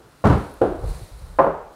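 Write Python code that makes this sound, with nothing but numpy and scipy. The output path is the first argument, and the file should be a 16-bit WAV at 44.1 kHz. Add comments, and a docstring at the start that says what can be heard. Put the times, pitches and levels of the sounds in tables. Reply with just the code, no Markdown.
"""Heavy slab in a workshop

A heavy wooden slab is walked round on a workshop floor and set against a second slab, in mono.
After faint echoes of an earlier blow it lands with a deep thud, knocks on a corner, rumbles and
swishes under the hands as it pivots, then clacks against its neighbour and rebounds. Short pushes
ring modes and a noisy wash; the room swells behind each, over steady filtered-noise workshop air."""
import sys
import numpy as np
from scipy import signal
from scipy.fft import rfft, irfft
from scipy.io import wavfile
from scipy.ndimage import uniform_filter1d, minimum_filter1d

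SR = 44100
rng = np.random.default_rng(int(sys.argv[2]) if len(sys.argv) > 2 else 0)


def wav_record(signal):
    """Record a signal, one row per channel, as 16-bit PCM in the file named by sys.argv[1]."""
    frames = np.transpose(np.atleast_2d(signal))
    bounded = np.clip(frames, -1, 1)
    # unit amplitude maps onto the largest positive 16-bit level
    quanta = np.round(bounded * 32767).astype(np.int16)
    wavfile.write(sys.argv[1], SR, quanta)


N = 77175
T = np.arange(N) / SR
RING = T[:SR]  # the first second, long enough for one blow


def amp(db):
    """Decibels to gain."""
    return 10 ** (np.asarray(db) / 20)


def unit(x):
    """Scales to an rms of one."""
    return x / np.sqrt(np.mean(x ** 2) + 1e-20)


def read(points, hz):
    """Reads a table on a log-frequency axis."""
    f, value = np.transpose(points)
    return np.interp(np.log(hz + 1), np.log(f + 1), value)


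def level(points):
    """Draws a level/dB curve over the whole scene."""
    return np.interp(T, *np.transpose(points))


def add(mix, s, sound):
    """Mixes a sound in at a time in seconds."""
    part = mix[round(s * SR):][:len(sound)]
    part += sound[:len(part)]


def colour(x, spectrum, size=8192):
    """Filters causally, at minimum phase and unit energy, to the given spectrum."""
    hz = abs(np.fft.fftfreq(size, 1 / SR))
    log_gain = np.log(amp(read(spectrum, hz)))
    # the Hilbert transform of the log gain supplies the minimum phase
    response = np.exp(np.conj(signal.hilbert(log_gain)))
    taps = np.fft.ifft(response).real[:size // 2]
    return signal.fftconvolve(x, taps / np.linalg.norm(taps))[:len(x)]


def noise(spectrum):
    """Steady noise of unit rms with the given spectrum."""
    white = rfft(rng.standard_normal(N))
    gain = amp(read(spectrum, np.fft.rfftfreq(N, 1 / SR)))
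    return unit(irfft(white * gain, N))


def tail(t60s, size=256):
    """Dense ringing, even across frequency, each band dying at its own speed."""
    hz, t, z = signal.stft(rng.standard_normal(SR), SR, nperseg=size)
    t60 = np.maximum(read(t60s, hz), .01)[:, None]
    z = z / (abs(z) + 1e-12) * amp(-60 * t / t60)  # random phases, even magnitudes
    out = signal.istft(z, SR, nperseg=size)[1][:SR]
    return out / np.linalg.norm(out)


# decay of the workshop's answer (f/Hz, t60/s)
ROOM_DECAY = [(60, 0.54), (140, 0.26), (230, 0.5), (450, 0.64), (1100, 0.55), (2900, 0.61), (8000, .5)]
# decay of the slab's wash, before each kind of blow divides it by its damping (f/Hz, t60/s)
SLAB_DECAY = [(60, 0.22), (300, 0.21), (1000, 0.088), (3000, 0.046), (10000, 0.051)]
ROOM_RISE_S = 0.0066  # time constant of the room's swell


def blows(events, modes, body, modes_db, push_db, body_db, room_db, attack_s, damping):
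    """Each brief push rings the modes and a noisy wash, and the room swells behind them."""
    rise = 1 - np.exp(-RING / attack_s)
    swell = 1 - np.exp(-RING / ROOM_RISE_S)
    ring = np.zeros(len(RING))
    for hz, db, t60 in modes:
        ring += rise * amp(db - 60 * RING / t60) * np.sin(2 * np.pi * hz * RING)
    slab_decay = [(hz, t60 / damping) for hz, t60 in SLAB_DECAY]

    force, broad = np.zeros(N), np.zeros(N)
    for s, db, contact_ms in events:
        t = RING[:1024]
        push = t * np.exp(-t / (contact_ms / 4000))  # peaks a quarter of the contact time in
        push = amp(db) * push / push.sum()
        wash = amp(body_db) * rise * tail(slab_decay)
        room = amp(room_db) * swell * tail(ROOM_DECAY, size=512)
        add(force, s, push)
        add(broad, s, signal.oaconvolve(wash + room, push))

    ringing = amp(modes_db) * signal.fftconvolve(force, ring)[:N]
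    return ringing + colour(amp(push_db) * force + broad, body)


# a faint echo of an earlier blow, then the slab landing and juddering on the floor
# (t/s, level/dB, contact time/ms)
THUD_EVENTS = [(.047, -43, 0.43), (.2435, -10.5, 0.34), (.2535, 1, 0.55), (.270, -9, 0.27),
               (.300, -3.5, 0.52), (.326, -5.5, 0.53), (.345, -11, 0.89)]
# strong modes of the thuds (f/Hz, level/dB, t60/s)
THUD_RINGING = [(71.2, 3, 0.27), (91.5, -9, 0.27), (107, 2, 0.17), (126.7, 4, 0.29), (165, 1.5, 0.19),
                (205.3, 3.5, 0.233), (295, -7, 0.47), (413, -7.5, 0.32)]
# spectrum of contact, wash and room under them (f/Hz, level/dB per Hz)
THUD_WASH = [(25, -22.5), (65, -1.5), (160, -8), (400, -13.5), (650, -12.5), (900, -11), (1300, -11),
             (2000, -21), (3000, -22), (6000, -22.5), (9500, -20), (15000, -26)]


def thuds():
    """After a faint echo of an earlier blow, the slab lands and judders, ringing its deep modes."""
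    return blows(THUD_EVENTS, THUD_RINGING, THUD_WASH, modes_db=-15.5, push_db=9,
                 body_db=19.5, room_db=18, attack_s=0.0017, damping=0.91)


# a faint dying echo of an earlier blow, then corner knocks (t/s, level/dB, contact time/ms)
KNOCK_EVENTS = [(.002, -37, 0.18), (.6125, -14, 0.47), (.6162, 0.5, 0.2), (.642, -10.5, 0.77),
                (.663, -9.5, 0.92), (.702, -12.5, 0.62), (.834, -21, 0.51), (.996, -34, 0.14)]
# strong modes of the knocks (f/Hz, level/dB, t60/s)
KNOCK_RINGING = [(117, -5, 0.1), (192.6, -14.5, 0.34), (278.4, -12, 0.27), (362, 1.5, 0.11), (455, 1, 0.22),
                 (519, 7.5, 0.072), (645, -3, 0.11), (687, -10, 0.2), (772, -8.5, 0.23), (1050, -25, .17),
                 (1240, -18, 0.083)]
# spectrum of contact, wash and room under them (f/Hz, level/dB per Hz)
KNOCK_WASH = [(30, -9), (110, -25), (210, -20), (300, 2), (480, 0.5), (760, -2.5), (950, -10.5),
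              (1500, -11.5), (2000, -26.5), (3200, -28.5), (6000, -36.5), (10000, -27.5), (15000, -82)]


def knocks():
    """After a faint dying echo of an earlier blow, corner knocks ring the slab's middle modes."""
    return blows(KNOCK_EVENTS, KNOCK_RINGING, KNOCK_WASH, modes_db=-13.5, push_db=2.5,
                 body_db=9, room_db=12, attack_s=0.00093, damping=0.79)


# sharp edge clacks (t/s, level/dB, contact time/ms)
CLACK_EVENTS = [(.2405, -10.5, 0.29), (1.3870, -9.5, .12), (1.3907, -4, 0.068), (1.39655, -4, 0.081),
                (1.444, -11, 0.1), (1.467, -5.5, 0.62)]
# strong modes of the slab struck on its edge (f/Hz, level/dB, t60/s)
CLACK_RINGING = [(158.5, -15.5, 0.27), (246.7, -15, 0.14), (325, -12, 0.13), (394.4, -14.5, 0.3),
                 (547.6, 1, 0.16), (598, -14.5, 0.24), (676, 1.5, 0.12), (838, -15.5, .14),
                 (916, -15.5, 0.1), (1034.5, -0.5, 0.077), (1200, -12.5, 0.19), (1500, -29, 0.15),
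                 (1763, -23, 0.17)]
# spectrum of contact, wash and room under them (f/Hz, level/dB per Hz)
CLACK_WASH = [(30, -35), (90, -22), (160, -14.5), (270, -15), (450, -6), (570, -4), (690, -5.5), (780, -3),
              (1030, -4.5), (1350, -10), (1900, -23.5), (2300, -29.5), (3200, -39), (4500, -46),
              (8000, -54), (15000, -54.5)]


def clacks():
    """Sharp edge contacts, mostly very short, ring the slab's higher modes."""
    return blows(CLACK_EVENTS, CLACK_RINGING, CLACK_WASH, modes_db=-8, push_db=10.5,
                 body_db=17, room_db=15, attack_s=0.00096, damping=1.44)


# soft bumps as the weight rocks over the lower edge (t/s, level/dB, contact time/ms)
BUMP_EVENTS = [(.808, -13, 0.96), (.835, 0.5, 4.2), (.905, -30, 0.67), (1.015, -12, 2), (1.115, -17, 3),
               (1.22, -15.5, 2.6), (1.305, -18.5, 3.8)]
# strong low modes of the rocking slab (f/Hz, level/dB, t60/s)
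BUMP_RINGING = [(53, 5.5, 0.13), (75.3, -10, 0.21), (102, 3.5, 0.114)]
# spectrum of contact, wash and room under them (f/Hz, level/dB per Hz)
BUMP_WASH = [(20, -23), (55, 0), (110, -4), (200, -18), (500, -17), (2000, -67.5), (15000, -70.5)]


def bumps():
    """The rocking weight presses softly, mostly in long contacts that ring only low modes."""
    return blows(BUMP_EVENTS, BUMP_RINGING, BUMP_WASH, modes_db=-20.5, push_db=-4,
                 body_db=-5.5, room_db=0, attack_s=0.0023, damping=0.57)


# low rumble of the lower edge on the floor (t/s, level/dB)
RUMBLE_CURVE = [(0, -59), (.22, -58), (.58, -45), (.68, -33.5), (.78, -31.5), (.9, -24.5), (1.04, -38.5),
                (1.08, -44), (1.13, -39.5), (1.3, -35.5), (1.42, -40), (1.55, -42.5), (1.75, -58.5)]
# its steady spectrum (f/Hz, level/dB per Hz)
RUMBLE_SPECTRUM = [(15, -6), (32, 7), (65, 2), (105, -13.5), (170, -12), (260, -35.5), (1000, -25.5),
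                   (4000, -62)]


def rumble():
    """The lower edge rolls on the floor: low noise following the pivot's level."""
    return noise(RUMBLE_SPECTRUM) * amp(level(RUMBLE_CURVE))


# hands sliding over the wood, before the grain's flutter (t/s, level/dB)
SWISH_CURVE = [(0, -67.5), (.2, -60), (.42, -51.5), (.58, -56.5), (.79, -59), (.89, -46.5), (1.02, -49),
               (1.12, -54), (1.27, -55.5), (1.44, -59), (1.54, -71.5), (1.63, -89), (1.73, -61)]
# its steady spectrum (f/Hz, level/dB per Hz)
SWISH_SPECTRUM = [(100, -29), (500, 14.5), (1200, -11), (2000, 0.5), (3200, -5.5), (4050, 4), (5000, -3),
                  (6800, -6), (8300, -2.5), (9700, 0), (11200, -7), (13500, -8.5), (15500, -17)]


def swish():
    """Hands slide over the grain: noise whose level flutters by 1 dB rms."""
    grain_db = 1.0 * unit(uniform_filter1d(rng.standard_normal(N), size=300))
    return noise(SWISH_SPECTRUM) * amp(level(SWISH_CURVE) + grain_db)


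# tiny bright ticks (t/s, level/dB)
TICK_EVENTS = [(0.539, -43)]
# their spectrum (f/Hz, level/dB per Hz)
TICK_SPECTRUM = [(1000, -30), (6000, -25), (8500, -10), (11000, 6), (15000, -15)]
TICK_T60 = .015  # s


def tick():
    """A tiny bright tick, like grit under the slab: a fast-dying burst of noise."""
    out = np.zeros(N)
    for s, db in TICK_EVENTS:
        add(out, s, noise(TICK_SPECTRUM) * amp(db - 60 * T / TICK_T60))
    return out


# quiet workshop air (f/Hz, level/dB per Hz)
AIR_SPECTRUM = [(20, -5), (70, -1), (140, 4), (300, 0.5), (700, -4), (1400, -2.5), (2100, -13.5),
                (4000, -16.5), (7000, -19.5), (15000, -26.5)]
AIR_DB = -54  # rms level


def air():
    """The workshop's background: steady noise, strongest in the lows."""
    return amp(AIR_DB) * noise(AIR_SPECTRUM)


def scene():
    """All the blows, the pivoting and the quiet workshop air, on one channel."""
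    struck = thuds() + knocks() + clacks() + bumps()
    pivot = rumble() + swish()
    return (struck + pivot + tick() + air())[None]


LOW_CUT_HZ, EDGE_HZ = 40, 15800  # the microphone's low cut, the upper band limit
CEILING = .88  # limiter threshold, full scale = 1


def record(dry):
    """The microphone's low cut, a smooth peak limiter, then the band limit."""
    low_cut = signal.butter(2, LOW_CUT_HZ, "high", fs=SR, output="sos")
    x = signal.sosfilt(low_cut, dry)
    gain = np.minimum(1, CEILING / (abs(x) + 1e-9))
    gain = minimum_filter1d(gain, size=301)  # holds the gain down around each peak
    smooth_gain = uniform_filter1d(uniform_filter1d(gain, size=151), size=151)
    band_limit = signal.firwin(511, EDGE_HZ, window=("kaiser", 9), fs=SR)
    return signal.oaconvolve(x * smooth_gain, band_limit[None], "same")


dry = scene()
out = record(dry)
wav_record(out)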